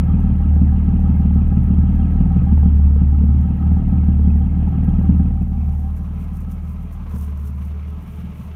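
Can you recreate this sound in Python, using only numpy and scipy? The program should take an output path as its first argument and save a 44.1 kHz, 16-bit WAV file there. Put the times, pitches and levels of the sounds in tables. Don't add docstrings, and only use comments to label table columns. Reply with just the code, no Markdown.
import sys
import numpy as np
from scipy import signal
from scipy.fft import rfft, irfft, next_fast_len
from scipy.io import wavfile
from scipy.ndimage import uniform_filter1d

SR = 44100
rng = np.random.default_rng(int(sys.argv[2]) if len(sys.argv) > 2 else 0)


def master_out(mix):
    frames = np.transpose(np.atleast_2d(mix))
    ceiling = np.clip(frames, -1, 1)
    pcm = np.round(ceiling * 32767).astype(np.int16)
    wavfile.write(sys.argv[1], SR, pcm)


def natural_amplitude(level_db):
    exponent = np.asarray(level_db, float) / 20
    return 10 ** exponent


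N = 377055
TIME = np.arange(N) / SR

# pop_db, panel_db, tick_db, crack_db
CYLINDERS = [(-5, -14, -8, -4), (1, -8, 3, 3), (-7, -9, -1, -3), (3, 5, -1, 1), (-4, 2, -5, -3),
             (3, -16, -7, 2)]
TURN_S, TURN_LENGTH_S = 5.2, 0.54


def curves(table):
    s, *columns = np.transpose(table)
    return [np.interp(TIME, s, c) for c in columns]


def ramp(start_s, length_s):
    return np.clip((TIME - start_s) / length_s, 0, 1)


def unit(x):
    return x / np.sqrt(np.mean(x ** 2))


def ring(x, hz, t60):
    pole = np.exp(2j * np.pi * hz / SR - np.log(1000) / (t60 * SR))
    return signal.lfilter([1], [1, -pole], x).real


def resonances(x, modes):
    return sum(natural_amplitude(db) * signal.lfilter(*signal.iirpeak(hz, hz / w, SR), x) for hz, w, db in modes)


def coloured(points):
    hz, db = np.transpose(points)
    size = next_fast_len(N)
    f = np.fft.rfftfreq(size, 1 / SR) + 1
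    gain = natural_amplitude(np.interp(np.log(f), np.log(hz), db))
    return unit(irfft(rfft(rng.standard_normal(size)) * gain, size)[:N])


def walk(rate):
    k = int(SR / rate)
    steps = np.repeat(rng.standard_normal(N // k + 1), k)
    return unit(uniform_filter1d(steps, k)[:N])


def hiss():
    # hz, density_db
    hiss_spectrum = [(2060, -32), (3500, -3), (4970, -9.5), (6150, 1), (7950, -2.5), (9300, 1), (10400, -2),
                     (14500, 1), (15600, -8)]
    return natural_amplitude(-72 + 0.42 * walk(5.3)) * coloured(hiss_spectrum)


def rustle():
    # middle_s, length_s, level_db
    sweeps = [(5.427, 0.0092, -64.5), (5.776, .2, -69.5), (5.975, .02, -57.5), (6.05, 0.054, -74),
              (6.219, .07, -65.5), (6.362, .04, -62.5), (6.416, .03, -60), (6.52, .035, -59),
              (6.693, 0.088, -66), (6.83, .04, -69.5), (6.935, .03, -61), (7.199, 0.13, -55.5),
              (7.407, .05, -65.5), (7.473, .045, -56), (7.636, .1, -64), (7.894, 0.028, -68.5),
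              (8.123, 0.21, -66), (8.418, 0.12, -64.5)]
    # hz, density_db
    cloth_spectrum = [(2500, -13.5), (4800, -12.5), (5900, -4), (7800, -7.5), (9700, -6.5), (11500, -5.5),
                      (13600, -2.5), (15600, -6.5), (16500, -30.5)]
    # start_s, peak_db
    grit = [(5.6945, -47), (5.968, -56.5), (6.2415, -40.5), (6.3321, -43.5), (6.371, -36.5), (6.515, -40.5),
            (6.6824, -46), (6.9274, -41), (7.098, -39), (7.1595, -38), (7.2129, -32.5), (7.3745, -37.5),
            (7.4293, -51.5), (7.4716, -49.5), (7.963, -60.5), (8.0263, -43.5)]
    swell = natural_amplitude(-73.5) * ramp(TURN_S, .3)
    for s, length, db in sweeps:
        swell = swell + natural_amplitude(db) * np.exp(-(1.6 * (TIME - s) / length) ** 2)
    cloth = coloured(cloth_spectrum)
    cloth = cloth + 1.2 * resonances(cloth, [(9600, 1100, -1), (13600, 1400, -5)])
    s, db = np.transpose(grit)
    hits = np.zeros(N)
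    hits[(s * SR).astype(int)] = natural_amplitude(db)
    tail = np.exp(-np.arange(200) / (.0009 * SR)) * cloth[:200]
    return swell * unit(cloth * natural_amplitude(2 * walk(350))) + natural_amplitude(-12.5) * np.convolve(hits, tail)[:N]


def bay():
    # hz, density_db
    bay_spectrum = [(150, -38.5), (260, -4), (325, -5.5), (352, -12.5), (428, 1), (501, -13.5), (627, -3.5),
                    (870, -19.5), (1020, -2.5), (1840, -21), (2210, -15), (4860, -32.5), (6000, -30.5),
                    (7800, -51), (13200, -120)]
    # middle_s, length_s, pitch_hz, level_db
    hums = [(7.15, 0.11, 428, -50), (7.29, .14, 428, -50), (7.46, .12, 420, -52), (6.2, 0.16, 417, -52),
            (7.757, 0.091, 425, -46), (7.924, 0.15, 422, -47.5), (8.15, 0.36, 425, -56),
            (6.72, 0.12, 1020, -55), (6.3, .08, 1010, -54), (6.86, .12, 425, -53)]
    glance_db = 4.5 * np.exp(-((TIME - 7.12) / 0.11) ** 2)
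    facing = ramp(7.16, 1)
    level_db = -59.5 + 5.5 * ramp(TURN_S + 0.093, TURN_LENGTH_S) + 2.2 * facing + glance_db
    noise = coloured(bay_spectrum) * natural_amplitude(2.0 * walk(150))
    patches = sum(.3 * walk(14) * resonances(noise, [(hz, hz / 4, 0)])
                  for hz in (500, 750, 1050, 1500, 2300, 3200))
    bright = 0.76 * facing * resonances(noise, [(2890, 1600, 0)])
    out = natural_amplitude(level_db) * (noise + patches + bright)
    for s, length, hz, db in hums:
        out = out + natural_amplitude(db) * np.exp(-(3.3 * (TIME - s) / length) ** 2) * np.sin(2 * np.pi * hz * TIME)
    return out


def crank():
    # start_s, firing_hz
    speed = [(0.0, 38.62), (0.66, 37.19), (0.97, 37.9), (1.59, 37.49), (2.37, 38.23), (2.81, 36.28),
             (3.2, 36.29), (3.7, 38.32), (4.3, 36.96), (4.49, 37.19), (4.77, 38.62), (5.53, 37.0),
             (6.3, 37.97), (6.6, 37.66), (6.92, 38.14), (7.39, 36.36), (8.0, 37.99), (8.55, 38.37)]
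    hz, = curves(speed)
    fast = hz - 37.5
    boom_count = np.cumsum(hz) / SR - .01
    return boom_count, boom_count - .3 + .07 * fast, fast


def puffs(count, column, lag, length, scatter_db, smooth_s):
    late = count - lag
    firing = np.floor(late).astype(int)
    size_db = np.array(CYLINDERS)[firing % 6, column] + scatter_db * rng.standard_normal(400)[firing + 2]
    burst = natural_amplitude(size_db) * np.exp(-((late - firing) / length) ** 2)
    return uniform_filter1d(burst, int(smooth_s * SR))


def ticks(count, level_db):
    # hz, width_hz, level_db
    hard_parts = [(6330, 400, -5), (9500, 210, -1.5), (11400, 550, -1.5), (12800, 900, -7.5),
                  (14600, 550, 2)]
    shared = puffs(count, column=2, lag=.45, length=.44, scatter_db=1.5, smooth_s=.003)
    out = 0
    for hz, width, db in hard_parts:
        tap = (.07 + shared) * natural_amplitude(2 * walk(30))
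        part = resonances(rng.standard_normal(N) * tap, [(hz, width, db)])
        out = out + resonances(part, [(hz, 2 * width, 0)])
    return natural_amplitude(level_db) * unit(out)


def gear(count, level_db):
    # hz, width_hz, level_db
    body_modes = [(350, 150, 6.5), (471, 69, 5), (691.5, 140, 4.5), (865, 61, 8.5), (1205, 130, 1.5),
                  (1276.4, 50, 5.5), (1626, 58, 0.5), (1901, 74, -5), (2150, 43, -4.5), (2520, 300, -8.5),
                  (2794, 64, -8), (3178, 84, -10), (4130, 130, -22.5)]
    out, noise = 0, rng.standard_normal(N)
    for k, (hz, width, db) in enumerate(body_modes):
        breath = .6 + puffs(count + k, column=2, lag=.1 * k, length=.7, scatter_db=2, smooth_s=.004)
        mode = resonances(noise * breath, [(hz, width, db)])
        out = out + resonances(mode, [(hz, 1.6 * width, 0)])
    near_db = np.interp(TIME, [5.15, 5.5], [0, -6.])
    return natural_amplitude(level_db + near_db + 5.5) * unit(out)


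def panel(count, level_db):
    note = np.cos(2 * np.pi * np.cumsum(786 + 8 * walk(30)) / SR)
    drive = puffs(count, column=1, lag=-.1, length=1.1, scatter_db=1.5, smooth_s=.008)
    knock = puffs(count, column=3, lag=0, length=0.37, scatter_db=0.0, smooth_s=.002)
    rattle = resonances(rng.standard_normal(N) * knock, [(764, 120, 0)])
    rattle = resonances(rattle, [(744, 180, 0)])
    tone = unit(note * drive * natural_amplitude(0.51 * walk(51)))
    return natural_amplitude(level_db - 4.0) * tone + natural_amplitude(level_db - 5.5) * unit(rattle)


def knocks():
    # start_s, peak_db, thud_db relative to the ring
    blows = [(0.033, -40, -6), (0.088, -40, -4), (0.165, -37, -7), (0.246, -38, -5), (0.562, -31, 0),
             (0.67, -43, -11), (0.829, -37, -4.5), (1.146, -40, -5), (1.201, -43, -8.5), (1.518, -43, 3),
             (1.679, -37, -8.5), (2.417, -39.5, -5), (2.472, -35, -12), (2.577, -25.5, -22),
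             (2.632, -27, -3.5), (2.795, -30, -2.5), (2.907, -33, -0.5), (2.961, -37, 10.5),
             (3.237, -41.5, 12), (3.898, -31, -12), (4.194, -34, 3.5), (4.355, -42, -9), (4.41, -41.5, 0.5),
             (4.516, -40, -6), (4.674, -29.5, -16), (4.831, -40.5, -2), (4.886, -38, 0),
             (5.013, -24.5, -18), (5.093, -37, 2), (5.279, -35, -5)]
    s, db, thud_db = np.transpose(blows)
    high, low = np.zeros((2, N))
    at = (s * SR).astype(int) + 20
    high[at], low[at] = natural_amplitude(db), natural_amplitude(db + thud_db)
    blow = ring(high, 800, 0.011) + natural_amplitude(-5.0) * ring(high, 550, 0.013) + ring(low, 460, 0.049)
    soft = np.hanning(40)
    return natural_amplitude(-0.5) * np.convolve(blow, soft / soft.sum(), "same")


def partials(count, level_db):
    # multiple, level_db relative to the pops, lead_turns
    harmonics = [(3, -11.5, 0.36), (4, -14.5, 0.071), (5, -5, 0.12), (6, -12, 0.0023)]
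    out = 0
    for k, db, lead in harmonics:
        level = natural_amplitude(level_db + db + 0.91 * walk(4))
        out = out + np.sqrt(2) * level * np.cos(2 * np.pi * (k * count + lead))
    return out


def boom(count, away_db, bump_db):
    # middle_s, length_s, boom_db, thump_db
    surges = [(0.283, .08, -1, 4.5), (0.6, .26, 5, -6), (1.138, 0.14, 1.5, -6.5), (1.349, 0.16, 3.5, -2.5),
              (1.59, .08, 0.5, -3.5), (1.8, 0.068, 5.5, -1.5), (2.194, .07, -2.5, 7), (2.685, 0.35, 6, -5),
              (3.016, 0.36, 5, -2.5), (3.323, .25, 5, -10), (3.574, 0.085, -3, -10), (3.696, 0.14, 4, -11),
              (3.828, .08, -5, -3), (4.058, 0.19, 4.5, -8), (4.302, 0.26, 5.5, -3.5), (4.736, .07, -4, -9),
              (4.907, 0.056, -3, 2), (5.003, 0.058, 1.5, -2.5), (5.143, 0.19, 3.5, -9),
              (5.375, 0.054, 1, 2), (5.764, 0.37, 4, -2), (6.694, 0.073, 2.5, -8), (6.916, 0.25, -2, 1.5),
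              (7.304, 0.35, 5.5, -9), (7.708, .46, 4, -18), (8.064, 0.099, -9, -7), (8.197, .14, -2, -17),
              (8.31, .08, -5, -10), (8.404, 0.13, -8.5, -17), (8.509, 0.1, 2, -13)]
    edge_s, uneven_db = .06, .6
    s, length, *gains = np.transpose(surges)
    held = np.array([ramp(m - (n + edge_s) / 2, edge_s) - ramp(m + (n - edge_s) / 2, edge_s)
                     for m, n in zip(s, length)])
    boom_db = -17 + .8 * away_db + gains[0] @ held
    boom_db = boom_db + uneven_db * natural_amplitude(0.1 * away_db) * walk(14)
    thump_db = -23.5 + 0.76 * away_db + gains[1] @ held + 1.26 * bump_db
    thump_db = thump_db + 4.1 * uneven_db * natural_amplitude(.4 * away_db) * walk(20)
    twice = natural_amplitude(boom_db) * np.cos(2 * np.pi * (2 * count + .36))
    once = natural_amplitude(thump_db) * np.cos(2 * np.pi * (count - .42))
    return np.sqrt(2) * (twice + once)


def firing_pushes(count, level_db):
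    # start_s, peak_db
    single_pops = [(0.085, -11.5), (0.615, -6), (0.882, -9.5), (1.093, -8), (1.199, -8.5), (1.252, -9.5),
                   (1.358, -8), (1.518, -10), (1.572, -7), (1.704, -9), (1.891, -9.5), (2.207, -6.5),
                   (2.364, -6.5), (2.523, -7.5), (2.657, -7), (3.016, -8.5), (3.208, -11), (3.236, -10),
                   (3.451, -14), (3.925, -8.5), (4.085, -7.5), (4.274, -9), (4.882, -8.5), (4.986, -10),
                   (5.092, -4.5), (5.198, -8), (5.413, -12.5), (5.574, -17.5), (5.681, -15.5), (7.139, -18)]
    firing = np.arange(1, int(count[-1]) + 1)
    at = np.searchsorted(count, firing)
    scatter_db = 1.5 * rng.standard_normal(len(at))
    size_db = np.array(CYLINDERS)[firing % 6, 0] + scatter_db
    size_db = level_db[at] + 5.0 + np.minimum(size_db, 3.5)
    size_db += 2.5 * ramp(TURN_S, 0.4)[at] * (firing % 2)
    for s, db in single_pops:
        size_db[np.argmin(np.abs(at / SR - s))] = db
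    return firing % 6, at, size_db


def pipe_ring(at, size_db):
    # hz, t60_s, level_db
    pipe_modes = [(37.2, 0.48, -21.5), (62.7, 0.94, -9), (66, 0.37, -21), (112.8, 0.63, -28.5),
                  (127.5, 0.69, -4), (161, 0.3, -16.5), (175, 0.28, 0.5), (189.55, 0.21, -7),
                  (187, 0.025, -11.5), (220.3, 0.26, -12)]
    out = 0
    for hz, t60, db in pipe_modes:
        colour_db = 1.2 * rng.standard_normal(len(at))
        slip = .17 * rng.standard_normal(len(at))
        push = np.zeros(N, complex)
        push[at] = natural_amplitude(size_db + db + colour_db) * np.exp(1j * slip)
        out = out + ring(push, hz, t60)
    muffler = signal.cheby1(6, .5, 248, fs=SR, output="sos")
    out = signal.sosfilt(muffler, np.append(out, np.zeros(150)))[126:N + 126]
    return out - .7 * ramp(TURN_S, 0.33) * resonances(out, [(263, 68, 0.0019)])


def muffler_roar(push, level_db, away_db):
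    # hz, width_hz, level_db
    chambers = [(50, 27, -8.5), (94.6, 22, -2), (124.8, 46, -9), (178.9, 33.3, -0.5), (208.2, 39, -1.5),
                (256.3, 21, -13.5), (285.6, 25, -5.5), (337, 120, -24.5)]
    churn = rng.standard_normal(N) * (.9 * ring(push, 0, t60=0.11) + natural_amplitude(level_db - 5.0))
    out = 0
    for hz, width, db in chambers:
        chamber = resonances(resonances(churn, [(hz, width, db)]), [(hz, width, 0)])
        out = out + natural_amplitude(away_db * (hz > 240)) * chamber
    return out


def pops(count, level_db):
    cylinder, at, size_db = firing_pushes(count, level_db)
    push = np.zeros(N)
    push[at] = natural_amplitude(size_db)
    away_db = np.interp(TIME, [5.25, 5.6], [0, -8.])
    roar = muffler_roar(push, level_db, away_db)
    flare = resonances(np.roll(push, 130), [(301, 35, 0)])
    flare = resonances(flare, [(305, 37, 0)]) * natural_amplitude(away_db)
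    crack_db = np.array(CYLINDERS)[cylinder, 3] + 3 * rng.standard_normal(len(at))
    push[at] *= natural_amplitude(crack_db)
    crack = resonances(np.convolve(push, np.hanning(50), "same"), [(430, 250, 0), (750, 300, -6)])
    crack = resonances(crack, [(520, 500, 0)])
    return natural_amplitude(-3.5) * pipe_ring(at, size_db) + natural_amplitude(14.) * roar + natural_amplitude(21.) * flare + natural_amplitude(-27.5) * crack


def scene():
    # start_s, gain_db
    away = [
        (0, 0.5),
        (5.2, -1),
        (5.47, -5.5),
        (5.9, -9.5),
        (7.0, -15),
        (7.6, -15),
        (8.0, -16.5),
        (8.4, -12.5),
        (8.55, -20),
    ]
    boom_count, count, fast = crank()
    away_db, = curves(away)
    bump_db = 11 * (1 - ramp(0, 0.014))
    pop_db = -20 + 1.8 * fast * (1 - ramp(TURN_S, TURN_LENGTH_S)) + away_db
    hidden_s = 5.9
    panel_db = -46.5 + 2.5 * fast + bump_db
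    panel_db = panel_db - 9 * ramp(hidden_s, 0.036) - 5 * np.maximum(TIME - hidden_s, 0)
    gear_db = -52 + 1.5 * fast - 1.5 * ramp(3.0, 0.23) + 0.31 * bump_db
    tick_db = -73 + 1.8 * fast - 8 * ramp(5.2, 0.48)
    machinery = bay() + ticks(count, tick_db) + gear(count, gear_db) + panel(count, panel_db)
    exhaust = knocks() + partials(count, pop_db) + boom(boom_count, away_db, bump_db) + pops(count, pop_db)
    return (hiss() + rustle() + machinery + exhaust)[None]


def band_limit(x):
    return signal.sosfilt(signal.butter(12, 15780, fs=SR, output="sos"), x)


def record(dry):
    x = signal.sosfilt(signal.butter(2, 15, "high", fs=SR, output="sos"), dry)
    x = x / (1 + np.abs(x) ** 10) ** (1 / 10)
    return band_limit(x)


dry = scene()
out = record(dry)
master_out(out)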